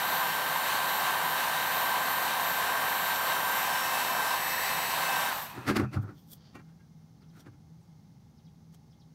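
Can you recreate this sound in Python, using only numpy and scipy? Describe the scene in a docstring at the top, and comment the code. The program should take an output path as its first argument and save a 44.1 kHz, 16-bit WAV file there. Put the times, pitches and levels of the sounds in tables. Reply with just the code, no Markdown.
"""An electric heat gun is waved over a painted metal frame on an outdoor table, close to a phone.
Air rushes from the nozzle as coloured noise; sines locked to the turning shaft make the fan's blade tone
and the motor's whine. It is switched off, coasts and is set down with knocks that ring table and frame.
Hands then settle on the frame and rub it with a small pad, as short bursts of noise.
Under it all lie a low outdoor hum and hiss, and later a few distant birds made of falling chirps."""
import sys
import numpy as np
from scipy import signal
from scipy.fft import rfft, irfft
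from scipy.io import wavfile

SR = 44100
rng = np.random.default_rng(int(sys.argv[2]) if len(sys.argv) > 2 else 0)


def waveform_to_disk(signal):
    """Save audio, clipped to [-1, 1], as 16-bit WAV at the path in sys.argv[1]."""
    frames = np.transpose(np.atleast_2d(signal))
    scaled = np.clip(frames, -1, 1) * 32767
    samples = np.round(scaled).astype(np.int16)
    wavfile.write(sys.argv[1], SR, samples)


N = 403074
T = np.arange(N) / SR
FREQ = np.maximum(np.fft.rfftfreq(N, 1 / SR), 1)  # Hz, kept off zero for logarithms
OFF_S, COAST_S = 5.296, 0.32  # the switch opens; drag has halved the rotor's speed this much later
SWEEP_S, SWEEP_LOW_S = 0.777, 0.39  # period of the hand's sweep; time of a low point
LOUDEST_MULTIPLE = 51  # cycles of the loudest whine per turn of the shaft
SOUND_SPEED = 343  # m/s


def undb(db):
    """Decibels to gain."""
    return 10 ** (np.asarray(db) / 20)


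def unit(x):
    """Scale to rms 1."""
    return x / np.sqrt(np.mean(x ** 2))


def curves(rows):
    """Each column of a timed table, sample by sample."""
    s, *columns = np.transpose(rows)
    return [np.interp(T, s, c) for c in columns]


def walk(rate):
    """Smooth random curve of spread near 1, drawn through `rate` random values a second."""
    count = int(N / SR * rate) + 3
    fine = signal.resample(rng.standard_normal(count), 8 * count)
    return np.interp(T * rate * 8, np.arange(len(fine)), fine)


def colour(points, rings=()):
    """Gain at each frequency: a broad spectrum with resonant humps."""
    hz, db = np.transpose(points)
    db = np.interp(np.log(FREQ), np.log(hz), db)
    for centre, width, lift in rings:
        db = db + lift / (1 + (2 * (FREQ - centre) / width) ** 2)
    return undb(db)


def noise(gain):
    """Noise of rms 1, coloured by the given gain at each frequency."""
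    return unit(irfft(rfft(rng.standard_normal(N)) * gain, N))


def swell(s, rise, fade):
    """Contact force that builds up to time s and dies away."""
    return np.exp(np.where(T < s, (T - s) / rise, (s - T) / fade))


def posed(levels_db, sweep, turn, beam=2.5):
    """Gain of one part of the gun as it sweeps, comes nearer and faces away from the microphone."""
    aimed, swept, nearer, away = levels_db
    return undb(aimed + swept * sweep + nearer * turn + away * turn ** beam)


def facing(turn, aim, width=0.2):
    """Share of a beam that reaches the microphone as the gun turns through its aim."""
    return np.exp(-((turn - aim) / width) ** 2)


def rung(push, modes):
    """A pushed body rings with its decaying modes; the whole ring has unit energy."""
    t = T[:SR // 3]
    ring = np.zeros(len(t))
    for hz, t60, db in modes:
        decay = np.exp(-np.log(1000) * t / t60)
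        ring += undb(db) * np.cos(2 * np.pi * hz * t) * decay
    return signal.fftconvolve(push, ring / np.linalg.norm(ring))[:N]


# Air in the barrel. Each row: frequency in Hz, relative level in dB per Hz.
AIR_SPECTRUM = [(25, -45.5), (60, -37), (120, -27.5), (160, -15.5), (260, -19.5), (380, -17), (520, -14),
                (760, -4), (1300, -10), (2300, -15), (3100, -14.5), (3400, -17.5), (3800, -13), (4400, -14),
                (5100, -24.5), (8800, -23), (10400, -27.5), (13300, -23), (15700, -28)]
# Cavities of the barrel. Each row: frequency in Hz, width in Hz, lift in dB.
BARREL_CAVITIES = [(1019, 250, 8.5), (1722, 550, 6.5), (2890, 100, 4), (3700, 130, 3.5), (6050, 140, 6.5)]
# Hiss of the half-turned gun, partly shaded by its nozzle. Each row: frequency in Hz, width in Hz, lift in dB.
NOZZLE_SHADE = [(3400, 540, 1.5), (4250, 653, -4.5), (5530, 380, 6.5)]
# Low roar and high hiss at full speed. 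One row each: level aimed at the frame in dB, change at the low
# point of a sweep in dB, change when lifted nearer in dB, change when facing away in dB.
ROAR_LEVELS = (-32.5, 1, -1.0, 0.1)
HISS_LEVELS = (-37, -0.24, 5.5, -6)


def airflow(angle, speed, sweep, turn, split_hz=1900, roar_power=2.95, hiss_power=3.5, chop=0.17,
            gust_db=3.5, echo=0.17, dull_hz=6000, near_ms=0.059, lifted_ms=0.49, lift_power=2.1,
            vent_db=-42, flutter_db=2):
    """Turbulence rings the barrel, the rotor chops its hiss, and the echo off the frame combs it."""
    low_share = 1 / (1 + (FREQ / split_hz) ** 6)
    low, high = np.sqrt(low_share), np.sqrt(1 - low_share)
    barrel = colour(AIR_SPECTRUM, BARREL_CAVITIES)
    roar = noise(barrel * low) * undb(0.32 * walk(160) + 0.42 * walk(10))
    shaded = facing(turn, 0.35, width=0.13)
    shaded_barrel = colour(AIR_SPECTRUM, BARREL_CAVITIES + NOZZLE_SHADE)
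    hiss = np.sqrt(1 - shaded) * noise(barrel * high) + np.sqrt(shaded) * noise(shaded_barrel * high)
    hiss = hiss * undb(0.484 * walk(200) + 0.84 * walk(12))
    # both die with a power of the rotor's speed
    roar = roar * posed(ROAR_LEVELS, sweep, turn) * speed ** roar_power
    hiss = hiss * posed(HISS_LEVELS, sweep, turn) * speed ** hiss_power
    # the flow breaks into gusts as the rotor slows
    gusts = undb(gust_db * (1 - speed) * walk(70))
    air = (roar + hiss * (1 + chop * np.cos(2 * angle))) * gusts
    # the narrow frame scatters the highest hiss instead of mirroring it
    mirrored = irfft(rfft(air) / (1 + (FREQ / dull_hz) ** 6), N)
    lag_ms = near_ms + (lifted_ms - near_ms) * turn ** lift_power
    reflected = np.interp(T - lag_ms / 1000, T, mirrored)
    # turned aside, the vent slots face the microphone
    slots = colour([(60, -18.5), (400, -28.0), (3000, -27.5), (7000, -25.0), (15000, -33)],
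                   [(1930, 830, 23), (5580, 1400, 16.0)])
    vents = turn ** 3 * noise(slots) * undb(vent_db + flutter_db * walk(30)) * speed ** roar_power
    return (air + echo * reflected + vents) * np.interp(T, [5.62, 5.72], [1, 0])


# Blade tone at full speed. One row: peak level aimed at the frame in dB, change at the low point of a
# sweep in dB, change when lifted nearer in dB, change when facing away in dB.
BLADE_LEVELS = (-36.5, 0.9, 6.5, -18.5)


def fan(angle, speed, sweep, turn, flutter_db=0.5, waver_db=1.1):
    """Six blades pass the stator vanes in uneven inflow."""
    tone = np.sin(6 * angle + .15 * walk(60))  # phase jitter in radians
    unsteady = undb(flutter_db * walk(40) + waver_db * walk(11.0))
    return tone * posed(BLADE_LEVELS, sweep, turn) * unsteady * speed ** 8


# Motor whine. Each row: multiple of the shaft rate, peak level aimed at the frame in dB, peak level
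# turned aside in dB, all before whine_db and the table echo.
WHINE_LINES = [(1, -58, -68), (2, -51, -56), (3, -53, -50), (5, -60, -52), (7, -50, -52), (8, -52, -54),
               (9, -57, -52), (10, -55, -44), (11, -61, -55), (12, -49, -52), (15, -57, -62),
               (30, -59, -48), (33, -59, -58), (34, -60, -51), (35, -59, -61), (36, -60, -56),
               (40, -55, -62), (41, -58, -54), (44, -53, -57), (45, -48, -53), (49, -55, -47),
               (50, -60, -46), (52, -53, -53), (53, -62, -52), (54, -54, -59), (55, -61, -53),
               (56, -47, -57), (57, -57, -61), (59, -61, -56)]
# Loudest line of the whine. Each row: time in seconds, rms level in dB.
LOUDEST_LEVEL = [(0, -47), (.14, -38.5), (.4, -52), (.55, -42), (.8, -52), (.95, -40), (1.12, -52),
                 (1.34, -42), (1.55, -54.5), (1.8, -38), (2, -61), (2.13, -37.5), (2.33, -61),
                 (2.48, -38.5), (2.7, -58.5), (2.9, -41), (3.05, -41), (3.25, -42), (3.4, -45), (3.58, -37),
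                 (3.7, -61), (3.85, -47), (4.1, -44.5), (4.3, -59), (4.5, -41.5), (5.1, -56), (5.22, -45)]
# Tones beamed through the vent slots. Each row: multiple of the shaft rate, mean peak level in dB when
# pointed at the microphone, turn that points it there from 0 to 1.
VENT_BEAMS = [(8, -49, .47), (9, -53, .36), (10, -50.5, .5), (20, -53, .5), (21, -51, .38), (28, -59, .3),
              (29, -56, .35), (40, -58, .42), (41, -57, .5)]


def motor(angle, shaft_hz, sweep, turn, detour_m=0.178, swing_m=0.012, tremor_m=0.007, drift_m=0.0072,
          table_echo=0.6, lifted_loss=0.42, weak_db=-64, whine_db=2.5, waver_db=3, cut_s=0.004):
    """Commutator whine on the shaft's multiples; a table echo fades most lines, the loudest swells on its own."""
    # extra path of the echo off the table
    path_m = detour_m + swing_m * sweep + drift_m * turn * walk(2.2) + tremor_m * walk(13)
    echo_angle = (2 * np.pi * shaft_hz * path_m / SOUND_SPEED).astype(np.float32)
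    beamed = np.zeros(N)
    for k, db, aim in VENT_BEAMS:
        beamed += np.sin(round(k) * angle) * undb(db + waver_db * walk(8)) * facing(turn, aim)
    s, level_db = np.transpose(LOUDEST_LEVEL)
    loudest = np.sqrt(2) * np.sin(LOUDEST_MULTIPLE * angle) * np.interp(T, s, undb(level_db))

    lines = {round(k): (ahead, aside) for k, ahead, aside in WHINE_LINES}
    angle = (angle % (2 * np.pi)).astype(np.float32)
    turn, whine = turn.astype(np.float32), np.zeros(N)
    # lifted off the table, these echoed lines hold steadier
    echo = table_echo * (1 - lifted_loss * turn ** 2)
    for k, start in enumerate(rng.uniform(0, 2 * np.pi, size=60).tolist(), 1):
        ahead, aside = lines.get(k, (weak_db, weak_db))
        phase = k * angle + start
        # of these, the high lines are beamed at the table and fade the most
        reflected = echo * (k / LOUDEST_MULTIPLE) ** .5 * np.sin(phase - k * echo_angle)
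        whine += undb(ahead + (aside - ahead) * turn) * (np.sin(phase) + reflected)
    # the whine stops with the current
    current = np.exp(-np.maximum(T - OFF_S, 0) / cut_s)
    return (whine * undb(whine_db) + beamed + loudest) * current


# Rings of the motor can and brush springs. Each row: frequency in Hz, width in Hz, lift in dB.
CAN_RINGS = [(4700, 700, 5.5), (5700, 270, 3), (7940, 700, 8.5), (11640, 600, 12), (13300, 650, 15.5),
             (14050, 300, 7), (15000, 800, 8)]


def brushes(angle, running_db=-57, coasting_db=-41, chop=0.39):
    """Brushes scrape the commutator and ring the can, most as it coasts, until the gun is taken away."""
    scrape = noise(colour([(3000, -16.5), (10000, -21.0), (13000, -15.0), (16000, -21.0)], CAN_RINGS))
    level_db = np.interp(T, [OFF_S - .02, OFF_S + 0.032], [running_db, coasting_db])
    away_db = np.interp(T, [5.43, 5.49, 5.62, 6.0], [-1.0, -10, -34, -68])
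    return scrape * (1 + chop * np.cos(2 * angle)) * undb(level_db + away_db)


def warble(speed, turn, centre_hz=1850, width_hz=190, wander_hz=95, level_db=-39, flutter_db=1.2):
    """Air across the vent slots' edges whistles unsteadily, heard when they face the microphone."""
    airy = noise(1 / (1 + (2 * FREQ / width_hz) ** 2))
    pitch = centre_hz * speed + wander_hz * walk(70)
    whistle = np.sqrt(2) * airy * np.sin(2 * np.pi * np.cumsum(pitch) / SR)
    return whistle * turn ** 3 * speed ** 3 * undb(level_db + flutter_db * walk(40))


def last_turns(ring_hz=2560, width_hz=300, level_db=-57.5, loudest_s=5.55, rise_s=.25, fade_s=0.39,
               stop_s=6.02):
    """The slow rotor rubs a narrow ring out of the housing until it stops."""
    ring = noise(1 / (1 + (2 * (FREQ - ring_hz) / width_hz) ** 4))
    stopping = np.clip((stop_s - T) / .1, 0, 1)
    return ring * undb(level_db) * swell(loudest_s, rise_s, fade_s) * stopping


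# How far the gun is lifted and turned aside. Each row: time in seconds, share from 0 to 1.
GUN_TURN = [(0, 0.17), (3.3, 0.22), (3.85, 0.42), (4.33, 0.51), (4.42, 0.98), (4.92, 0.92), (4.98, 0.56),
            (5.3, 0.27)]
# Loudest whine line at full speed, locked to the shaft. Each row: time in seconds, pitch in Hz before waver.
LOUDEST_PITCH = [(0.0, 13309), (3.55, 13308), (3.78, 13355), (5.01, 13287), (5.26, 13314)]


def heat_gun():
    """One shaft drives air, fan tone and whine; the hand sweeps and lifts the gun; switched off, it coasts."""
    shaft_hz = curves(LOUDEST_PITCH)[0] / LOUDEST_MULTIPLE
    turn = curves(GUN_TURN)[0]
    # 1 at the low point of a sweep, smaller as the gun is turned aside
    sweep = np.cos(2 * np.pi * (T - SWEEP_LOW_S) / SWEEP_S) * (1 - turn)
    speed = 1 / (1 + np.maximum(T - OFF_S, 0) / COAST_S)
    waver = 1 + .0003 * walk(12) + .0005 * walk(120)
    angle = 2 * np.pi * np.cumsum(shaft_hz * speed * waver) / SR
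    blower = airflow(angle, speed, sweep, turn) + fan(angle, speed, sweep, turn) + warble(speed, turn)
    return blower + motor(angle, shaft_hz, sweep, turn) + brushes(angle) + last_turns()


# Outdoor background. Each row: frequency in Hz, relative level in dB per Hz.
YARD_SPECTRUM = [(25, -32), (55, -8.5), (125, 1), (220, -2.5), (330, -16.5), (480, -22), (800, -28),
                 (1100, -28), (1600, -33), (2600, -38.5), (3600, -35), (6200, -32.5), (7500, -43),
                 (15500, -44)]
# Drone of far machinery. Each row: frequency in Hz, width in Hz, lift in dB.
FAR_MACHINERY = [(161, 9, 13.5), (818, 124, 12), (2120, 68, 9.5)]


def yard(drone_db=-55, split_hz=400):
    """A steady low drone lies under a smooth distant hiss."""
    gain = colour(YARD_SPECTRUM, FAR_MACHINERY)
    low_share = 1 / (1 + (FREQ / split_hz) ** 4)
    low, high = gain * np.sqrt(low_share), gain * np.sqrt(1 - low_share)
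    hiss_share = np.linalg.norm(high) / np.linalg.norm(low)
    hiss = noise(high) * hiss_share * undb(0.35 * walk(3.85))
    return undb(drone_db) * (noise(low) + hiss)


# Knocks of the gun and the hands on the table. Each row: time in seconds, relative force in dB, contact
# hardness in Hz, length in seconds, relative ring of the metal frame in dB, place on the frame from 0
# (upright) to 1 (sill).
KNOCK_CONTACTS = [(5.581, -46.5, 362, 0.031, -23, .5), (5.68, -37, 670, .006, -11, .4),
                  (5.696, -27, 420, 0.018, -7, .5), (5.712, -41, 300, 0.011, -13, .5),
                  (5.768, -26, 510, 0.0088, -16, .6), (5.798, -32.5, 340, 0.011, -15, .5),
                  (5.817, -41, 260, .012, -22, .5), (5.841, -40, 198, 0.021, -14, .5),
                  (5.943, -41, 507, 0.013, -11, .3), (5.971, -37.5, 165, .014, -21, .5),
                  (6.04, -48.5, 175, .018, -22, .5), (6.095, -50, 287, .022, -27, .5),
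                  (6.556, -50.5, 380, 0.0084, 0, 0), (6.571, -62, 330, .007, -1, 0),
                  (6.597, -56.5, 293, .013, -4, 0.41), (6.696, -71, 302, .028, 0, .8),
                  (6.81, -71, 300, .016, 2, .9), (7.226, -70, 436, .022, -12, .3),
                  (7.372, -61, 400, .032, -17, .2), (7.469, -55, 380, .012, -6, 0.97),
                  (7.484, -58, 170, .007, -18, 1), (7.54, -66, 298, .01, -6, .9)]
# Modes of the table top. Each row: frequency in Hz, t60 in seconds, relative level in dB.
TABLE_MODES = [(103.4, 0.25, 1.5), (125.7, 0.22, 3), (207.5, 0.19, 1.5), (250, 0.063, -3), (289.5, .11, 9),
               (323, 0.1, 1), (354, .11, 4), (400, .08, -4)]
# Modes of the plastic housing. Each row: frequency in Hz, t60 in seconds, relative level in dB.
HOUSING_MODES = [(770, 0.097, -5), (924, 0.072, -9), (1157, .1, -6), (1244, 0.074, -2), (1338, 0.068, 0.5),
                 (1380, 0.057, 3), (1453, 0.079, -2), (1725, 0.064, -1), (2380, 0.055, -7)]
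# Modes of the metal frame. Each row: frequency in Hz, t60 in seconds, relative level struck on the
# upright in dB, relative level struck on the sill in dB.
FRAME_MODES = [(834, .06, 5, -12), (1060, .06, 3, -17), (1420, 0.065, -5, 0), (1617, 0.075, -7, 7),
               (1880, .07, 0, -12), (2120, 0.096, -9, 1), (2345, 0.064, 2, -18), (2730, .06, -3, -7),
               (3260, .06, -24, -6), (3540, .06, -18, -24), (4410, .06, -14, -18), (5850, .06, -18, -14),
               (6550, .05, -13, -24)]
# Plastic housing on the frame, then hard ticks. Each row: frequency in Hz, relative level in dB per Hz.
CLATTER_SPECTRUM = [(50, -39), (150, -2), (310, 9), (410, -8), (520, -1), (900, -3.5), (1100, -3.5),
                    (1360, 2.5), (1700, -6), (2000, -4.5), (2600, -7.5), (3200, -21), (6000, -37.5),
                    (15000, -53)]
TICK_SPECTRUM = [(500, -30), (2200, 5.5), (3300, -3), (4600, -0.5), (6500, -9), (8000, -10.5), (13000, -13),
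                 (15700, -20)]


def knocks(grain_db=1.5, blow=.35, table_db=4.5, housing_db=-5, firm_hz=388, rise_share=0.89):
    """Blows amid scuffing contacts ring table top, housing and frame, and rattle the loose plastic."""
    thud, shell, upright, sill, clatter, tick = np.zeros((6, N))
    contacts, plastic = rng.standard_normal(N), noise(colour(CLATTER_SPECTRUM))
    half = SR // 4
    for s, db, hardness_hz, length, frame_db, place in KNOCK_CONTACTS:
        near = slice(int(s * SR) - half, int(s * SR) + half)
        force = undb(db) * swell(s, rise_share * length, length)[near]
        harder = np.log2(hardness_hz / firm_hz)  # octaves above an ordinary contact
        push = contacts[near] * force + 1e-18
        # the blow lands just before the rattle peaks
        push[half - int(.004 * SR)] += blow * undb(db) * np.sqrt(length * SR)
        # a soft contact reaches only the lowest modes and dulls the rattle
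        soft = signal.butter(2, [55, max(hardness_hz, 90)], "band", fs=SR, output="sos")
        dull = signal.butter(6, min(1100 + 2.8 * hardness_hz, 8000), fs=SR, output="sos")
        # softer contacts thud more, harder ones tick more
        thud[near] += undb(1.2 - 9.5 * harder) * signal.sosfilt(soft, push)
        tick[near] += undb(-11.5 + 12.5 * harder) * force
        shell[near] += signal.sosfilt(dull, push)
        upright[near] += undb(frame_db) * (1 - place) * push
        sill[near] += undb(frame_db) * place * push
        clatter[near] += force * signal.sosfilt(dull, plastic[near])
    hz, t60, upright_db, sill_db = np.transpose(FRAME_MODES)
    frame = rung(upright, zip(hz, t60, upright_db)) + rung(sill, zip(hz, t60, sill_db))
    table = undb(table_db) * rung(thud, TABLE_MODES)
    housing = undb(housing_db) * rung(shell, HOUSING_MODES)
    rattle = (clatter + tick * noise(colour(TICK_SPECTRUM))) * undb(grain_db * walk(540))
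    return table + housing + frame + rattle


# Brief rubs of hand and pad. Each row: time in seconds, peak level in dB before grain, rise in seconds,
# fade in seconds, tilt in dB per octave, ring in Hz, top in Hz.
RUB_STROKES = [(6.03, -65, 0.016, .012, 5, 3400, 15700), (6.2, -71, .05, 0.054, 6, 14200, 15700),
               (6.18, -65, .015, 0.03, 0, 3400, 6500), (6.333, -48, 0.02, .012, 6.5, 3450, 15700),
               (6.47, -63, 0.13, 0.071, -2, 4650, 6300), (7.37, -69, .033, .032, 1, 4000, 15000),
               (7.405, -55.5, .013, .011, -2, 5800, 15000), (8.747, -58.5, .01, 0.0074, -1, 6350, 15000)]
# Rubbing friction. Each row: frequency in Hz, relative level in dB per Hz.
RUB_SPECTRUM = [(300, 3), (1500, -4.5), (2700, -11), (3150, 0), (3900, -4), (4600, -4.5), (5300, -3),
                (5900, -5), (6350, -7), (6900, -6), (7900, -8), (9000, -5), (11000, -13.5), (12400, -4),
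                (13600, -6), (15700, -8)]


def rubs(grain_db=2, ring_width_hz=450, ring_db=9.5):
    """Dry, grainy friction of skin and pad; each stroke has its own tilt and rings what it touches."""
    octaves = np.maximum(np.log2(FREQ / np.mean(FREQ)), -2)
    strokes = np.zeros(N)
    for s, db, rise, fade, tilt_db, ring_hz, top_hz in RUB_STROKES:
        gain = colour(RUB_SPECTRUM, [(ring_hz, ring_width_hz, ring_db)]) * undb(tilt_db * octaves)
        gain = gain / np.sqrt(1 + (FREQ / top_hz) ** 16)
        strokes += undb(db) * swell(s, rise, fade) * noise(gain)
    return strokes * undb(grain_db * walk(400))


# Distant birds. Each row: mid time in seconds, middle pitch in Hz before rasp, relative level in dB.
BIRD_CHIRPS = [(7.228, 4230, -74), (7.30, 4500, -76), (7.82, 8300, -84), (8.39, 4300, -76),
               (8.468, 4350, -73), (8.926, 4280, -74), (9.016, 4420, -71)]


def birds(chirp_s=0.046, drop_hz=2000, drop_s=.005, rasp_hz=330, echo_s=.02, lift_db=4.0):
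    """Short raspy chirps that drop from a high note to a low one, blurred by distance."""
    chirps, rasp = np.zeros(N), rasp_hz * walk(500)
    for s, hz, db in BIRD_CHIRPS:
        near = np.abs(T - s) < chirp_s / 2
        t = T[near] - s
        pitch = hz - drop_hz / 2 * np.tanh(t / drop_s) + rasp[near]
        shape = np.sqrt(np.abs(np.cos(np.pi * t / chirp_s)))
        chirps[near] += undb(db + lift_db) * shape * np.sin(2 * np.pi * np.cumsum(pitch) / SR)
    scatter = rng.standard_normal(SR // 4) * np.exp(-T[:SR // 4] / echo_s)
    blurred = signal.fftconvolve(chirps, scatter / np.linalg.norm(scatter))[:N]
    return 0.92 * chirps + 0.54 * blurred


def scene():
    """One microphone feeds both channels."""
    mono = heat_gun() + yard() + knocks() + rubs() + birds()
    return np.array([mono, mono])


def record(dry, top_hz=15700):
    """The phone cuts the top with a steep low-pass."""
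    return signal.sosfilt(signal.ellip(10, .2, 80, top_hz, fs=SR, output="sos"), dry)


dry = scene()
out = record(dry)
waveform_to_disk(out)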